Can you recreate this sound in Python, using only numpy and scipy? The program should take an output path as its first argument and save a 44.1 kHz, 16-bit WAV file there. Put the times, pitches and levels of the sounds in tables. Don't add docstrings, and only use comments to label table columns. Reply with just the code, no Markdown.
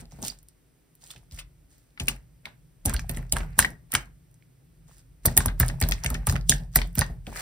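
import sys
import numpy as np
from scipy import signal
from scipy.fft import rfft, irfft, next_fast_len
from scipy.io import wavfile
from scipy.ndimage import map_coordinates

SR = 44100
rng = np.random.default_rng(int(sys.argv[2]) if len(sys.argv) > 2 else 0)


def wav_out(sig):
    wavfile.write(sys.argv[1], SR, np.round(np.clip(np.atleast_2d(sig).T, -1, 1) * 32767).astype(np.int16))


N = 326781


def amp(db):
    return 10 ** (np.asarray(db) / 20)


def unit(x):
    return x / np.sqrt(np.mean(x ** 2) + 1e-20)


def along(points, hz):
    f, values = np.transpose(points)
    return np.interp(np.log(hz + 1), np.log(f + 1), values)


def curves(rows):
    s, *columns = np.transpose(rows)
    return [np.interp(np.arange(N) / SR, s, column) for column in columns]


def wobble(rate):
    knots = rng.standard_normal(int(N * rate / SR) + 4)
    return map_coordinates(knots, [np.arange(N) * rate / SR])


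def filtered(x, response):
    m = next_fast_len(x.shape[-1] + 4096)
    spectrum = rfft(x, m) * response(np.fft.rfftfreq(m, 1 / SR))
    return irfft(spectrum, m)[..., :x.shape[-1]]


def hiss(spectrum, alike):
    a, b = filtered(rng.standard_normal((2, N)), lambda hz: amp(along(spectrum, hz)))
    turn = np.arccos(alike) / 2
    left = np.cos(turn) * a + np.sin(turn) * b
    right = np.cos(turn) * a - np.sin(turn) * b
    return unit(np.array([left, right]))


def place(s, rows, pan_db):
    right_lag = np.round(np.clip(pan_db, 0, 6) * 1.6).astype(int)
    at = np.round(s * SR).astype(int)[:, None] + np.arange(rows.shape[1])
    sides = []
    for index, db in [(at, pan_db / 2), (at + right_lag[:, None], -pan_db / 2)]:
        panned = rows * amp(db)[:, None]
        sides.append(np.bincount(index.ravel(), panned.ravel(), N + SR)[:N])
    return np.array(sides)


# tear in seconds, level in dB, ring of the little cavity in Hz.
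FILM_SNAPS = [(.055, -40, 4650), (.1204, -37.5, 5500), (.2271, -20, 6660), (.2724, -32, 7040),
              (.2818, -12, 7200), (.3879, -39, 7300), (.4296, -41, 14800), (.486, -39, 9300),
              (.9526, -40.5, 13600), (1.025, -42, 6400), (1.0393, -30, 7540), (1.0628, -38, 8300),
              (1.105, -37, 3220), (1.1609, -44, 3900), (1.179, -47, 7100), (1.3117, -37, 4800),
              (1.3484, -40, 5700), (1.3898, -38, 3700), (2.0008, -14.5, 7500), (2.0578, -35, 9200),
              (2.0716, -31.5, 8700), (2.0832, -12, 6550), (2.0856, -10, 10500), (2.456, -28.5, 3700),
              (2.8548, -15.5, 10300), (2.859, -3.5, 9500), (2.8641, -15, 8950), (2.8956, -12.5, 7900),
              (2.9375, -21, 9100), (2.9408, -11, 10100), (2.9646, -22, 4100), (2.9946, -21, 7250),
              (3.0941, -15, 10500), (3.102, -24, 10500), (3.1122, -27, 12800), (3.1468, -35, 3470),
              (3.1648, -31, 10900), (3.1708, -22.5, 9200), (3.2262, -43, 11700), (3.2961, -43, 5800),
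              (3.3236, -2.5, 8900), (3.3668, -18.5, 8600), (3.3846, -21.5, 8600), (3.5862, -11, 10900),
              (3.5905, 3.5, 10200), (3.603, -9.5, 7400), (3.608, -28, 9800), (3.6254, -13, 4330),
              (3.6486, -20, 8000), (3.7044, -36, 10960), (3.9197, -13, 9900), (3.9382, -9, 14400),
              (3.9516, -7.5, 8380), (4.313, -52, 11030), (4.3422, -48, 8360), (5.257, 0.5, 12800),
              (5.2616, -3, 12300), (5.3685, -6.5, 8900), (5.376, 7, 11200), (5.4596, -7, 11000),
              (5.4832, -21.5, 4260), (5.5996, -0.5, 13300), (5.611, -14.5, 8400), (5.6622, -26.5, 10500),
              (5.6822, -18.5, 8600), (5.6876, -18.5, 5100), (5.8025, -21, 8400), (5.8133, -11, 11200),
              (5.825, -10, 5130), (5.8379, -15, 4500), (5.8881, -12, 11100), (5.911, -16.5, 9050),
              (5.9212, -12.5, 4200), (5.9375, -24, 5030), (6.0373, -16.5, 6200), (6.0452, -10, 12300),
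              (6.062, -14, 6840), (6.1028, -15, 11300), (6.1438, -20, 5600), (6.2695, -8, 9600),
              (6.2892, -19.5, 4560), (6.297, -8.5, 6660), (6.3241, -22, 9700), (6.363, -28, 6200),
              (6.4114, -35.5, 4900), (6.495, 4.5, 7100), (6.501, -8, 11400), (6.5173, -7.5, 4670),
              (6.5385, -18.5, 8000), (6.7508, -23.5, 14200), (6.7583, -.5, 12100), (6.7704, -13.5, 7900),
              (6.8167, -19, 3820), (6.9538, -16.5, 14100), (6.9832, -17.5, 7150), (6.9916, 0, 11100),
              (7.0017, -22, 10200), (7.0107, -10, 5200), (7.0641, -34, 6820), (7.2798, -45.5, 3810),
              (7.3656, -32, 5100)]
TEAR_T60_S, TEAR_SPREAD = .011, .3
SOFT_EDGE_S = .008


def snaps():
    s, db, hz = np.transpose([*FILM_SNAPS, *crackle(count=350)])
    scatter, pan_db = rng.standard_normal((len(s), 2)).T
    t60 = TEAR_T60_S * np.exp(TEAR_SPREAD * scatter)
    t, cavity = np.arange(1536) / SR - SOFT_EDGE_S, hz[:, None]
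    after = np.clip(t, 0, None)
    tear = amp(-60 * after / t60[:, None]) + 0.74 * amp(-60 * after / 0.0013)
    tear = tear * (1 - np.exp(-after / 0.00008))
    soft_edge = 0.25 * amp(-60 * np.abs(t) / .014)
    burst = rng.standard_normal((len(s), len(t))) * (tear + soft_edge)
    burst = burst + 4 * np.exp(-((t - .0004) / .00003) ** 2)

    def ring(f, width):
        return 1j * f * width * cavity / (cavity ** 2 - f * f + 1j * f * width * cavity)

    def colour(f):
        thin = (1j * f / (1800 + 1j * f)) ** 2
        return (.1 + 1.6 * ring(f, 0.22) + 3.5 * ring(f, 0.41)) * thin

    rows = filtered(burst, colour)
    rows = rows / np.abs(rows).max(axis=1, keepdims=True)
    return place(s - SOFT_EDGE_S, rows * amp(db + 0.5)[:, None], 2.5 * pan_db)


CRACKLE_DB, CRACKLE_SPREAD_DB = 10, 3.5


def crackle(count):
    low, high = [.01, np.log(3500), 1e-3], [N / SR, np.log(13000), 1]
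    s, log_hz, size = rng.uniform(low, high, (count, 3)).T
    sizzle_db = 20 * np.log10(strokes()[0][(s * SR).astype(int)] + 1e-9)
    db = sizzle_db + CRACKLE_DB - CRACKLE_SPREAD_DB * np.log(size)
    return np.transpose([s, db, np.exp(log_hz)])


# burst in seconds, level in dB, pitch in Hz, decay by 60 dB in seconds,
# left over right in dB, share of clear tone from 0 to 1.
POCKET_POPS = [(0.2998, -33.5, 4770, 0.024, -15.5, 1), (1.105, -41, 3510, 0.018, -9, 1),
               (1.161, -47, 2640, 0.063, -9, 0.04), (1.388, -33, 2660, 0.095, 2.5, 0),
               (1.9749, -36, 1710, 0.04, 5, 0), (1.9982, -26, 2960, 0.063, 4, 0.02),
               (2.082, -12, 2750, 0.04, 4, 0.2), (2.4545, -31, 2180, 0.041, 3, 0.2),
               (2.881, -37, 1640, 0.22, 12.5, 0.08), (2.8962, -32.5, 1570, 0.053, -16, 0.03),
               (2.943, -29, 1554, 0.048, -3, 0.25), (2.9645, -22, 2860, 0.012, -6, 0.25),
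               (2.9931, -28, 1720, 0.027, -3, 0.1), (3.044, -45, 745, 0.031, 4, 1),
               (3.094, -27.5, 2470, 0.039, 4.5, 0), (3.173, -29, 2020, 0.011, -5, 0.4),
               (3.227, -37.5, 1540, 0.014, 2, 0.04), (3.323, -22.5, 3000, 0.032, 4, 0.13),
               (3.334, -28, 3000, 0.02, 0.5, 0.3), (3.367, -11.5, 1600, 0.012, -5, 0.15),
               (3.404, -32.5, 1590, 0.052, -5, 0), (3.4316, -35, 1470, 0.023, 6, 0.2),
               (3.5903, 1, 1533, 0.01, 2, 0.09), (3.5973, -17.5, 1490, 0.048, -5, 0.06),
               (3.6258, -19, 1900, 0.015, 2, 0.9), (3.6464, -12, 1880, 0.033, 4, 0.3),
               (3.9302, -24, 1570, 0.026, 4.5, 0), (3.94, -20.5, 1910, 0.014, -11.5, 0.4),
               (3.9498, -7, 3080, 0.014, 1.5, 0.2), (3.9517, -5.5, 1620, 0.02, 1.5, 0.1),
               (4.4239, -47, 2205, 0.0091, -3, 0.17), (5.2538, -22, 1130, 0.046, 3, 0),
               (5.258, -24, 620, 0.027, 9, 0.35), (5.2832, -26.5, 1890, 0.022, 9, 0.9),
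               (5.375, -16.5, 1830, 0.033, 1, 0.25), (5.3805, -29.5, 865, 0.038, 13, 0.5),
               (5.4048, -17, 1650, 0.009, 1.5, 0.3), (5.4061, -30, 1060, 0.039, 3.5, 0.6),
               (5.4565, -19.5, 850, 0.035, 3, 0.04), (5.4826, -30, 1544, 0.11, 3.5, 0.06),
               (5.6016, -20.5, 1530, 0.061, 1, 0), (5.6313, -18.5, 1760, 0.014, -2, 0.93),
               (5.6982, -28.5, 1870, 0.039, 4.5, 0.2), (5.7384, -46, 785, 0.048, 7, 0.5),
               (5.816, -23, 1815, 0.044, -5.5, 0.17), (5.825, -25, 2300, 0.032, 1, 0.2),
               (5.8379, -29, 1600, 0.023, -1.5, 0.3), (5.886, -36, 920, 0.07, 8, 0.13),
               (5.9202, -17.5, 2000, 0.039, 6, 0.04), (6.041, -33.5, 890, 0.039, 8, 0.47),
               (6.0449, -27.5, 1990, 0.039, -7, 0.08), (6.061, -12, 2500, 0.017, 4.5, 0.04),
               (6.1042, -32, 1280, 0.035, 3, 0.4), (6.147, -23, 1804, 0.047, 4, 0.1),
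               (6.2705, -29.5, 810, 0.041, 12, 0.4), (6.273, -23, 1140, 0.067, -6.5, 0),
               (6.2965, -26, 1770, 0.014, 24, 0.3), (6.324, -26.5, 1220, 0.024, 6, 0.23),
               (6.3558, -29.5, 1530, 0.063, -17, 0), (6.3634, -9.5, 1530, 0.0042, 6.5, 0.23),
               (6.5228, -11.5, 1740, 0.012, 1.5, 0.7), (6.7588, -12.5, 1930, 0.0097, -5.5, 0.63),
               (6.7884, -19, 2300, 0.012, 12, 0.3), (6.8162, -21.5, 1860, 0.022, 16.5, 0.02),
               (6.9548, -24.5, 1680, 0.01, -4.5, 0.01), (6.984, -18, 1350, 0.0063, -17, 0),
               (6.9937, -26, 1550, 0.027, 3.5, 0.6), (7.0147, -17, 1130, 0.06, 4, 0),
               (7.017, -21, 1835, 0.03, -6.5, 1), (7.267, -31, 2700, 0.027, 2, 0)]


def pops():
    s, db, hz, t60, pan_db, clear = np.transpose([*POCKET_POPS, *blobs(count=500)])
    t, pitch, clear = np.arange(3072) / SR, hz[:, None], clear[:, None]
    tone = np.sin(2 * np.pi * pitch * (.98 * t + 3 * t * t))

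    def ring(f):
        return (1j * f * .7 * pitch / (pitch ** 2 - f * f + 1j * f * pitch)) ** 2

    spatter = filtered(rng.standard_normal((len(s), len(t))), ring)
    spatter = spatter / spatter.std(axis=1, keepdims=True)
    shape = amp(-60 * t / t60[:, None]) * (1 - np.exp(-t / 0.00035))
    mix = np.sqrt(clear) * tone + 0.35 * np.sqrt(1 - clear) * spatter
    return place(s, mix * shape * amp(db + 5.0)[:, None], pan_db)


BLOB_DB, BLOB_SPREAD_DB = 7, 5.5
BLOB_CYCLES = 7.3


def blobs(count):
    low, high = [.01, np.log(600), 1e-3, -8, 0], [N / SR, np.log(3000), 1, 10, .7]
    s, log_hz, size, pan_db, clear = rng.uniform(low, high, (count, 5)).T
    squelch_db = 20 * np.log10(strokes()[1][(s * SR).astype(int)] + 1e-9)
    db = squelch_db + BLOB_DB - BLOB_SPREAD_DB * np.log(size)
    hz = np.exp(log_hz)
    return np.transpose([s, db, hz, BLOB_CYCLES / hz, pan_db, clear])


# frequency in Hz, relative level per Hz in dB.
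SIZZLE_TONE = [(1500, -43.5), (3000, -3.5), (5000, 0), (8000, 4.5), (12000, -7.5), (16000, -3.5)]
SQUELCH_TONE = [(300, -15.5), (600, -0.5), (1000, -6), (1800, 0.5), (2600, -5), (4000, -27.5)]


def knead():
    sizzling, squelching = strokes()
    grains = unit(amp(3.5 * wobble(700) + 1.5 * wobble(90)))
    squelch = 0.56 * hiss(SQUELCH_TONE, 0.14) + 0.12 * bubbles(count=1500)
    return sizzling * grains * hiss(SIZZLE_TONE, 0.29) + squelching * squelch


# moment of full strength in seconds, hold in seconds, fade of the sizzle by 60 dB in seconds,
# sizzle gain in dB, squelch gain in dB.
SKIN_STROKES = [(0, 0.0021, 0.086, -48, -48), (0.113, 0.069, .2, -63, -62.5),
                (0.237, 0.031, 0.19, -37, -47.5), (1.023, 0.09, 0.34, -55.5, -63),
                (1.109, 0.0054, 0.058, -44.5, -53), (1.322, 0.05, 0.11, -57.5, -60.5),
                (1.388, 0.0086, 0.072, -44.5, -46.5), (1.708, 0.025, 0.58, -64, -70),
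                (2.012, .004, 0.22, -48.5, -54), (2.087, .004, 0.18, -38.5, -41.5),
                (2.465, .004, 0.15, -61.5, -45.5), (2.873, 0.0044, 0.6, -48.5, -46.5),
                (3.1, 0.086, .25, -57.5, -49.5), (3.361, 0.0028, 0.26, -44.5, -36.5),
                (3.47, 0.12, 0.21, -72.5, -57), (3.603, 0.0043, 0.19, -29, -39.5),
                (3.941, 0.0033, 0.2, -35.5, -32.5), (4.881, 0.12, .11, -62, -67),
                (5.263, 0.0032, 0.33, -42.5, -42.5), (5.406, .004, 0.21, -35.5, -42.5),
                (5.612, 0.0045, 0.31, -39.5, -37), (5.815, .004, 0.92, -47.5, -44.5),
                (6.038, .004, 0.59, -53, -40.5), (6.29, 0.0032, 0.19, -37, -52.5),
                (6.501, 0.0059, 0.22, -34, -51.5), (6.761, 0.0084, 0.22, -34.5, -37.5),
                (6.981, 0.0032, 0.26, -39, -39), (7.269, 0.11, 0.25, -57, -56), (7.33, .03, .2, -53, -47),
                (7.363, .05, .2, -38.5, -36)]
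RISE_DB_PER_S, SQUELCH_LINGERS = 901, 1.2


def strokes():
    s, hold, t60, sizzle_db, squelch_db = np.transpose(SKIN_STROKES)[..., None]
    t = np.arange(0, N, 32) / SR
    swell = RISE_DB_PER_S * np.clip(s - t, 0, None)
    fade = 60 * np.clip(t - s - hold, 0, None) / t60
    sizzle = amp(sizzle_db - swell - fade)
    squelch = amp(squelch_db - swell - fade / SQUELCH_LINGERS)
    return [np.interp(np.arange(N) / SR, t, np.linalg.norm(g, axis=0)) for g in (sizzle, squelch)]


def bubbles(count):
    low, high = [0, np.log(330), -14, -3], [N / SR, np.log(2400), 0, 6]
    s, log_hz, size_db, pan_db = rng.uniform(low, high, (count, 4)).T
    cycles = np.exp(log_hz)[:, None] * np.arange(1024) / SR
    tone = np.sin(2 * np.pi * cycles * (1 + 0.011 * cycles))
    shape = amp(size_db[:, None] - 60 * cycles / 22) * (1 - np.exp(-cycles / .7))
    return unit(place(s, tone * shape, pan_db))


# start in seconds, level in dB, upper modes in dB against that level,
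# wet slap in dB against that level, thump in Hz.
TABLE_PATS = [(.019, -44, -16, -1, 55), (0.127, -49, 7.5, -1.5, 60), (0.187, -42, -4, 3, 54),
              (0.222, -41, 2.5, 6.5, 75), (1.151, -49, -0.5, -1, 54), (1.316, -34.5, -10, -19.5, 73),
              (2.003, -26, -7, -8.5, 73), (2.077, -37.5, 1.5, 2, 55), (2.455, -55, -11, 8, 77),
              (2.853, -19, -9, -3, 81), (2.936, -17, -24, -22, 54), (3.094, -27, -2.5, -5.5, 54),
              (3.17, -26.5, -2.5, -10, 53), (3.327, -20.5, -7.5, -5.5, 58), (3.4, -23, -15, -14.5, 54),
              (3.58, -25.5, -7, 1, 78), (3.645, -42, 0.5, 10, 54), (3.936, -29.5, -1.5, 0.5, 83),
              (5.252, -18.5, -2, -3, 82), (5.366, -18, -8, -5.5, 77.6), (5.454, -19.5, -8.5, -9, 83.3),
              (5.599, -12.5, -5, -12.5, 69), (5.69, -30, -5, -4.5, 54), (5.813, -14.5, -8, -9.5, 76),
              (5.889, -36.5, 6, 3.5, 83), (6.045, -23.5, -2.5, -8.5, 72), (6.108, -19.5, -10.5, -11.5, 53),
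              (6.149, -26, -15, -15, 53), (6.273, -14, -6.5, -15, 82), (6.329, -21.5, -2.5, -8.5, 54),
              (6.493, -20, -1.5, -4.5, 60.4), (6.599, -32.5, -1.5, -12.5, 54), (6.76, -17, -7, -6.5, 53),
              (6.974, -17.5, -3, -6.5, 82), (7.098, -25, -10, -17.5, 54), (7.27, -36.5, -14, 3.5, 68)]
# typical frequency in Hz, typical level in dB, decay by 60 dB in seconds.
UPPER_MODES = [(109.5, -3, 0.013), (129.04, 0, 0.28), (154.5, -2, 0.23)]
SWAY_MODE = (44, 0.33, 0.46)
# frequency in Hz, relative level per Hz in dB.
SLAP_TONE = [(130, -28), (200, 4), (245, 3), (310, -7), (400, -6), (480, -11.5), (600, -8), (860, -10.5),
             (1100, -22.5), (3000, -33.5)]
PUSH_S = .023


def table():
    thuds, slaps, t = np.zeros(N + SR), np.zeros(N + SR), np.arange(SR // 2) / SR

    def ring(hz, db, t60):
        decay = amp(db + rng.normal(0, 1.5) - 60 * t / t60)
        return decay * np.sin(2 * np.pi * hz * rng.normal(1, .03) * t)

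    push = (t / PUSH_S) ** 2 * np.exp(1 - (t / PUSH_S) ** 2)
    rise = 1 - np.exp(-(t / (0.29 * PUSH_S)) ** 2)
    for s, db, upper_db, slap_db, thump_hz in TABLE_PATS:
        start = round(s * SR)
        thump = 0.72 * push * np.sin(2 * np.pi * thump_hz * t)
        sway = ring(*SWAY_MODE) * (1 - np.exp(-t / 0.051))
        upper = amp(upper_db) * rise * sum(ring(*mode) for mode in UPPER_MODES)
        thuds[start:][:len(t)] += amp(db + 1.0) * (thump + sway + upper)
        slap = amp(db + slap_db - 5.0 - 60 * t / 0.27) * (1 - np.exp(-t / 0.0011))
        slaps[start:][:len(t)] += slap
    return thuds[:N] + slaps[:N] * amp([[1], [-1]]) * hiss(SLAP_TONE, .7)


# frequency in Hz, decay by 60 dB in seconds.
ROOM_DECAY = [(300, 0.1), (1200, 0.24), (1850, 0.24), (2600, 0.2), (16000, 0.013)]
ROOM_DB, POPS_IN_ROOM_DB = -7.5, -8


def room(x):
    out, step = np.zeros((2, N + SR)), SR // 4
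    for i in range(0, N, step):
        hz, t, z = signal.stft(rng.standard_normal((2, SR // 3)), SR, nperseg=256)
        decay = amp(-60 * t / along(ROOM_DECAY, hz)[:, None])
        tail = signal.istft(z * decay, SR, nperseg=256)[1]
        wet = signal.fftconvolve(x[None, i:i + step], tail / np.linalg.norm(tail[0]), axes=1)
        out[:, i + 150:i + 150 + wet.shape[1]] += wet
    return out[:, :N]


SHAKE_RISE_S, SHAKE_T60_S = 0.079, 0.88


def shake():
    s, db = np.transpose(TABLE_PATS)[:2, :, None]
    t = np.arange(0, N, 32) / SR
    after = np.clip(t - s, 0, None)
    tremble = amp(db - 60 * after / SHAKE_T60_S) * (1 - np.exp(-after / SHAKE_RISE_S))
    return np.interp(np.arange(N) / SR, t, np.linalg.norm(tremble, axis=0))


# time in seconds, rumble in dB, drone in dB.
BUILDING_LEVELS = [(0, -45.5, -46.5), (.15, -57.5, -73.5), (.87, -70, -66.5), (1.42, -54.5, -61),
                   (1.9, -66, -69), (2.45, -70, -59), (2.8, -61, -57), (4.4, -67.5, -58.5), (5.2, -55, -60),
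                   (7.41, -60, -50)]
# frequency in Hz, relative level per Hz in dB.
RUMBLE_TONE = [(20, -46), (33, -7), (45, 11.5), (70, 1.5), (95, -2), (130, -61)]
DRONE_TONE = [(80, -34), (110, 12), (140, 12.5), (170, 11.5), (230, -48)]
HUSH_TONE = [(150, -21.5), (250, -1.5), (500, -12), (1000, -21), (2000, -20.5), (4000, -26), (8000, -23),
             (16000, -26.5)]
SHAKE_RUMBLE_DB, SHAKE_DRONE_DB = -12, -15


def background():
    rumble_db, drone_db = curves(BUILDING_LEVELS)
    trembling = shake()
    rumble = np.hypot(amp(rumble_db), amp(SHAKE_RUMBLE_DB) * trembling)
    drone = np.hypot(amp(drone_db), amp(SHAKE_DRONE_DB) * trembling)
    hush = amp(-67.0) * hiss(HUSH_TONE, 0.31)
    return rumble * hiss(RUMBLE_TONE, 0.9) + drone * hiss(DRONE_TONE, 0.9) + hush


def scene():
    skin, pockets = snaps() + knead(), pops()
    to_walls = (skin + amp(POPS_IN_ROOM_DB) * pockets).mean(axis=0)
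    return skin + pockets + amp(ROOM_DB) * room(to_walls) + table() + background()


TREBLE_LAG_S, TOP_HZ = 1 / 4650, 16000


def record(dry):
    def high(hz):
        return 1 / (1 + (6000 / (hz + 1)) ** 8)

    def late(hz):
        return np.exp(-2j * np.pi * hz * np.array([[TREBLE_LAG_S], [0]]))

    def bass_cut(hz):
        return 1 / (1 + (37 / (hz + 1)) ** 24)

    body = filtered(dry, lambda hz: bass_cut(hz) - high(hz))
    treble = filtered(dry[1] + 0.46 * dry, lambda hz: 0.79 * high(hz) * late(hz))
    clipped = np.clip(body + treble, -1, 1)
    return filtered(clipped, lambda hz: 1 / (1 + (hz / TOP_HZ) ** 60))


dry = scene()
out = record(dry)
wav_out(out)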